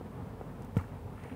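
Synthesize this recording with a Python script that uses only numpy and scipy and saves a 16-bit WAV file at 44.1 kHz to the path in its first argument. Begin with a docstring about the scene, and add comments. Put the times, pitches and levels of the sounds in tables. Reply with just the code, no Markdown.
"""On a concrete river bank, a low outdoor rumble and the drone of a far engine lie under everything.
Soft knocks and rope ticks come first. Then a heavy magnet on a rope drops into the river: it slaps the
surface, the air pocket behind it gives a low plop, and small bubbles ring. Thrown drops patter back
with a fizz of fine spray, and a large bubble comes up with a gulp. The concrete adds a quick echo."""
import sys
import numpy as np
from scipy import signal
from scipy.fft import rfft, irfft
from scipy.io import wavfile

SR = 44100
rng = np.random.default_rng(int(sys.argv[2]) if len(sys.argv) > 2 else 0)


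def dump(signal):
    """Clip the signal to [-1, 1] and save it as 16-bit WAV at the path in sys.argv[1]."""
    limited = np.clip(np.atleast_2d(signal).T, -1, 1)
    pcm = np.round(limited * 32767).astype(np.int16)
    wavfile.write(sys.argv[1], SR, pcm)


N = 59535
ENTRY_S = 0.7676  # the magnet hits the water

# tone of the outdoor rumble and hiss: f/Hz, relative level/dB
AIR_SPECTRUM = [(20, -49), (55, -9), (90, 3), (150, -1.5), (200, -4), (255, -4), (330, -16), (440, -9.5),
                (600, -16.5), (880, -16), (1100, -21.5), (2000, -32), (4000, -43), (6500, -48.5),
                (9300, -46), (11500, -49.5), (15000, -46.5)]
# slow swells of the rumble: t/s, level/dB
RUMBLE_LEVELS = [(0, -43), (.12, -43.5), (.2, -41.5), (.28, -44), (.47, -43), (.62, -43), (.85, -45),
                 (1.02, -43.7), (1.18, -45.5), (1.35, -43.5)]
# the far engine's low note swells and fades: t/s, level/dB
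DRONE_LEVELS = [(0, -62), (.35, -55), (.6, -52), (1.15, -53.5), (1.35, -68)]
# soft knocks on the bank: t/s, level/dB
KNOCK_HITS = [(.011, -34), (0.412, -30.5)]
# the notes in one knock: f/Hz, relative level/dB, time to fade by 60 dB/s
KNOCK_NOTES = [(356, -10, 0.033), (476, 6.5, 0.015), (668, 1, .013), (1220, -10, 0.017)]
# fine ticks of rope and spray: t/s, level/dB, treble cutoff f/Hz
TICK_HITS = [(.6203, -48.5, 12000), (0.629, -60, 12000), (0.646, -50.5, 19000), (0.759, -54, 11000),
             (.7750, -50, 15000), (0.777, -55, 15000), (.8105, -55, 16100), (1.2362, -45.5, 10000)]
# tone of a tick: f/Hz, relative level/dB
TICK_SPECTRUM = [(1000, -11), (2500, -0.5), (4500, -7.5), (7000, -4), (11500, -5), (15000, -1.5)]
# tone of the fine spray coming down: f/Hz, relative level/dB
FIZZ_SPECTRUM = [(800, -4), (2000, 8.5), (3100, -7), (4500, -16), (7500, -18), (9300, -6.5), (12000, -29)]
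# showers of small drops: middle t/s, spread in time/s, typical drop's level/dB, typical f/Hz
DROP_SHOWERS = [(.812, .02, -58, 1514), (0.913, .035, -63, 1790), (1.27, .05, -54, 1675)]
# single bubbles and drops: t/s, starting f/Hz, level/dB, cycles to fade by 60 dB
CLEAR_BUBBLES = [(0.786, 1965, -38, 27), (0.792, 1270, -35.5, 12), (.7945, 2040, -48, 52),
                 (.7990, 1150, -36.5, 45), (0.81, 1350, -40, 21), (0.8118, 1030, -39, 15),
                 (0.8404, 1490, -36.5, 13.4), (1.1802, 1220, -35.5, 9.4), (1.2555, 456, -39, 22),
                 (1.283, 880, -41, 10), (1.3040, 1900, -43, 21), (1.3270, 2720, -49, 26)]
# tone of the spray torn off by the magnet: f/Hz, relative level/dB
SPRAY_SPECTRUM = [(300, -7.5), (1400, 0.5), (2500, -15), (4000, -20), (8000, -17), (11500, -25.5),
                  (15000, -20)]
# the short notes in the slap: f/Hz, level/dB, time to fade by 60 dB/s
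SLAP_NOTES = [(205, -29.5, 0.029), (448, -29, 0.035), (640, -27, 0.0041), (894, -39, 0.011),
              (1300, -34.5, 0.013), (1845, -42, 0.022), (2190, -40, .016), (2950, -44.5, 0.022)]


def undb(db):
    """Turn decibels into a number to multiply by."""
    return 10 ** (np.asarray(db) / 20)


def since(start):
    """Seconds since a moment, zero before it."""
    return np.maximum(np.arange(N) / SR - start, 0)


def burst(t, attack_s, fade_s):
    """A quick rise, and a fade that loses 60 dB every fade_s seconds."""
    return (1 - np.exp(-t / attack_s)) * np.exp(-np.log(1000) * t / fade_s)


def noise(spectrum):
    """Noise of level one, with its tone shaped by (f/Hz, level/dB) points."""
    hz, db = np.array(spectrum).T
    freqs = np.maximum(np.fft.rfftfreq(N, 1 / SR), 1)
    gains = undb(np.interp(np.log(freqs), np.log(hz), db))
    shaped = irfft(rfft(rng.standard_normal(N)) * gains, N)
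    return shaped / shaped.std()


def wander(rate_hz):
    """A smooth random drift around zero, typically one unit wide."""
    keep_slow = np.exp(-(np.fft.rfftfreq(N, 1 / SR) / rate_hz) ** 2)
    drift = irfft(rfft(rng.standard_normal(N)) * keep_slow, N)
    return (drift - drift.mean()) / drift.std()


def level_curve(points):
    """Join (t/s, level/dB) points into a volume curve."""
    return undb(np.interp(since(0), *np.array(points).T))


def lowpass(sound, hz):
    """Turn down the treble above hz without delaying the sound."""
    return signal.sosfiltfilt(signal.butter(2, min(hz, .45 * SR), fs=SR, output="sos"), sound)


def ring(start, notes, attack_s):
    """A hit sets off several fading notes at once."""
    t = since(start)
    return sum(undb(db) * burst(t, attack_s, fade_s) * np.sin(2 * np.pi * hz * t)
               for hz, db, fade_s in notes)


def outdoor_air(split_hz=2780, flicker_db=1.25):
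    """A restless low rumble with a faint, even hiss above it."""
    air = noise(AIR_SPECTRUM)
    low = lowpass(air, split_hz)
    rumble = low * level_curve(RUMBLE_LEVELS) * undb(flicker_db * wander(rate_hz=18))
    hiss = undb(-43.5) * (air - low)
    return rumble + hiss


def far_engine(hz=47.95):
    """A far engine drones on a slightly wavering low note and the octave above it."""
    pitch = hz * (1 + .02 * wander(rate_hz=5))
    phase = 2 * np.pi * np.cumsum(pitch) / SR
    return level_curve(DRONE_LEVELS) * np.sqrt(2) * (np.sin(phase) + undb(-2) * np.sin(2 * phase))


def knocks():
    """Dull knocks, like a shoe on the concrete slabs."""
    return sum(undb(db) * ring(start, KNOCK_NOTES, attack_s=0.00075) for start, db in KNOCK_HITS)


def ticks():
    """Bright little ticks as the rope runs out and spray lands."""
    grit = noise(TICK_SPECTRUM)
    return sum(undb(db) * burst(since(start), attack_s=0.00079, fade_s=0.021) * lowpass(grit, top_hz)
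               for start, db, top_hz in TICK_HITS)


def fizz(middle_s=1.258, spread_s=0.081):
    """The finest spray settles on the river with a soft hiss."""
    swell = np.exp(-.5 * ((since(0) - middle_s) / spread_s) ** 2)
    return undb(-61) * swell * noise(FIZZ_SPECTRUM)


def bubble(t, hz, cycles, rise=0.18):
    """Trapped air rings, and its pitch rises as it nears the surface."""
    life_s = cycles / hz
    pitch = hz * (1 + rise * np.minimum(t / life_s, 1))
    phase = 2 * np.pi * np.cumsum(pitch * (t > 0)) / SR
    return burst(t, attack_s=0.54 / hz, fade_s=life_s) * np.sin(phase)


def shower(middle_s, spread_s, db, hz, count=170, spread_octaves=0.884, scatter_db=5.5):
    """Small drops land at random, each making a tick and a tiny bubble."""
    size = 2048  # samples in one drop
    patter, t = np.zeros(N + size), np.arange(size) / SR
    for when, pitch, strength in rng.standard_normal((count, 3)):
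        tick = undb(-14) * rng.standard_normal(size) * np.exp(-t / 0.0012)
        drop_hz = hz * 2 ** (spread_octaves * np.tanh(pitch))
        drop = tick + bubble(t, drop_hz, cycles=13.3)
        landing_s = max(middle_s + spread_s * when, ENTRY_S)  # never before the splash
        first = int(np.clip(landing_s * SR, 0, N))
        patter[first:first + size] += undb(db + scatter_db * min(strength, 2)) * drop
    return lowpass(patter[:N], hz=3600)


def bubbles():
    """A few small bubbles ring out clearly, and a large one comes up with a gulp."""
    small = sum(undb(db) * bubble(since(start), hz, cycles) for start, hz, db, cycles in CLEAR_BUBBLES)
    gulp = undb(-39.5) * bubble(since(1.312), hz=261.4, cycles=120)
    return small + gulp


def slap():
    """The magnet smacks the surface, throwing a short spray and a longer, fainter mist."""
    t = since(ENTRY_S)
    spray = undb(-33) * burst(t, attack_s=0.0029, fade_s=0.02)
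    mist = undb(-53.5) * burst(t, attack_s=0.0029, fade_s=0.36)
    return ring(ENTRY_S, SLAP_NOTES, attack_s=.0003) + (spray + mist) * noise(SPRAY_SPECTRUM)


def plop(low_hz=86.8, extra_hz=162, sink_s=0.0041):
    """The air pocket behind the magnet booms, and its note sinks quickly as the pocket deepens."""
    t = since(ENTRY_S)
    cycles = low_hz * t + extra_hz * sink_s * (1 - np.exp(-t / sink_s))  # starts extra_hz above low_hz
    return undb(-16.5) * burst(t, attack_s=0.00024, fade_s=0.12) * np.sin(2 * np.pi * cycles)


def scene(echo_delay_s=.0022, echo_db=-11.5):
    """The splash and its quick echo off the concrete, among the sounds of the bank."""
    splash = slap() + bubbles() + fizz() + sum(shower(*row) for row in DROP_SHOWERS)
    echo = undb(echo_db) * np.interp(since(echo_delay_s), since(0), splash)
    bank = knocks() + ticks() + outdoor_air() + far_engine()
    return (bank + splash + echo + plop())[None]


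def record(dry, low_cut_hz=27, top_hz=15700):
    """The microphone thins the deepest bass, then the highest treble is cut off."""
    thinned = signal.sosfilt(signal.butter(1, low_cut_hz, "high", fs=SR, output="sos"), dry)
    return signal.sosfilt(signal.ellip(10, .2, 70, top_hz, fs=SR, output="sos"), thinned)


dry = scene()
out = record(dry)
dump(out)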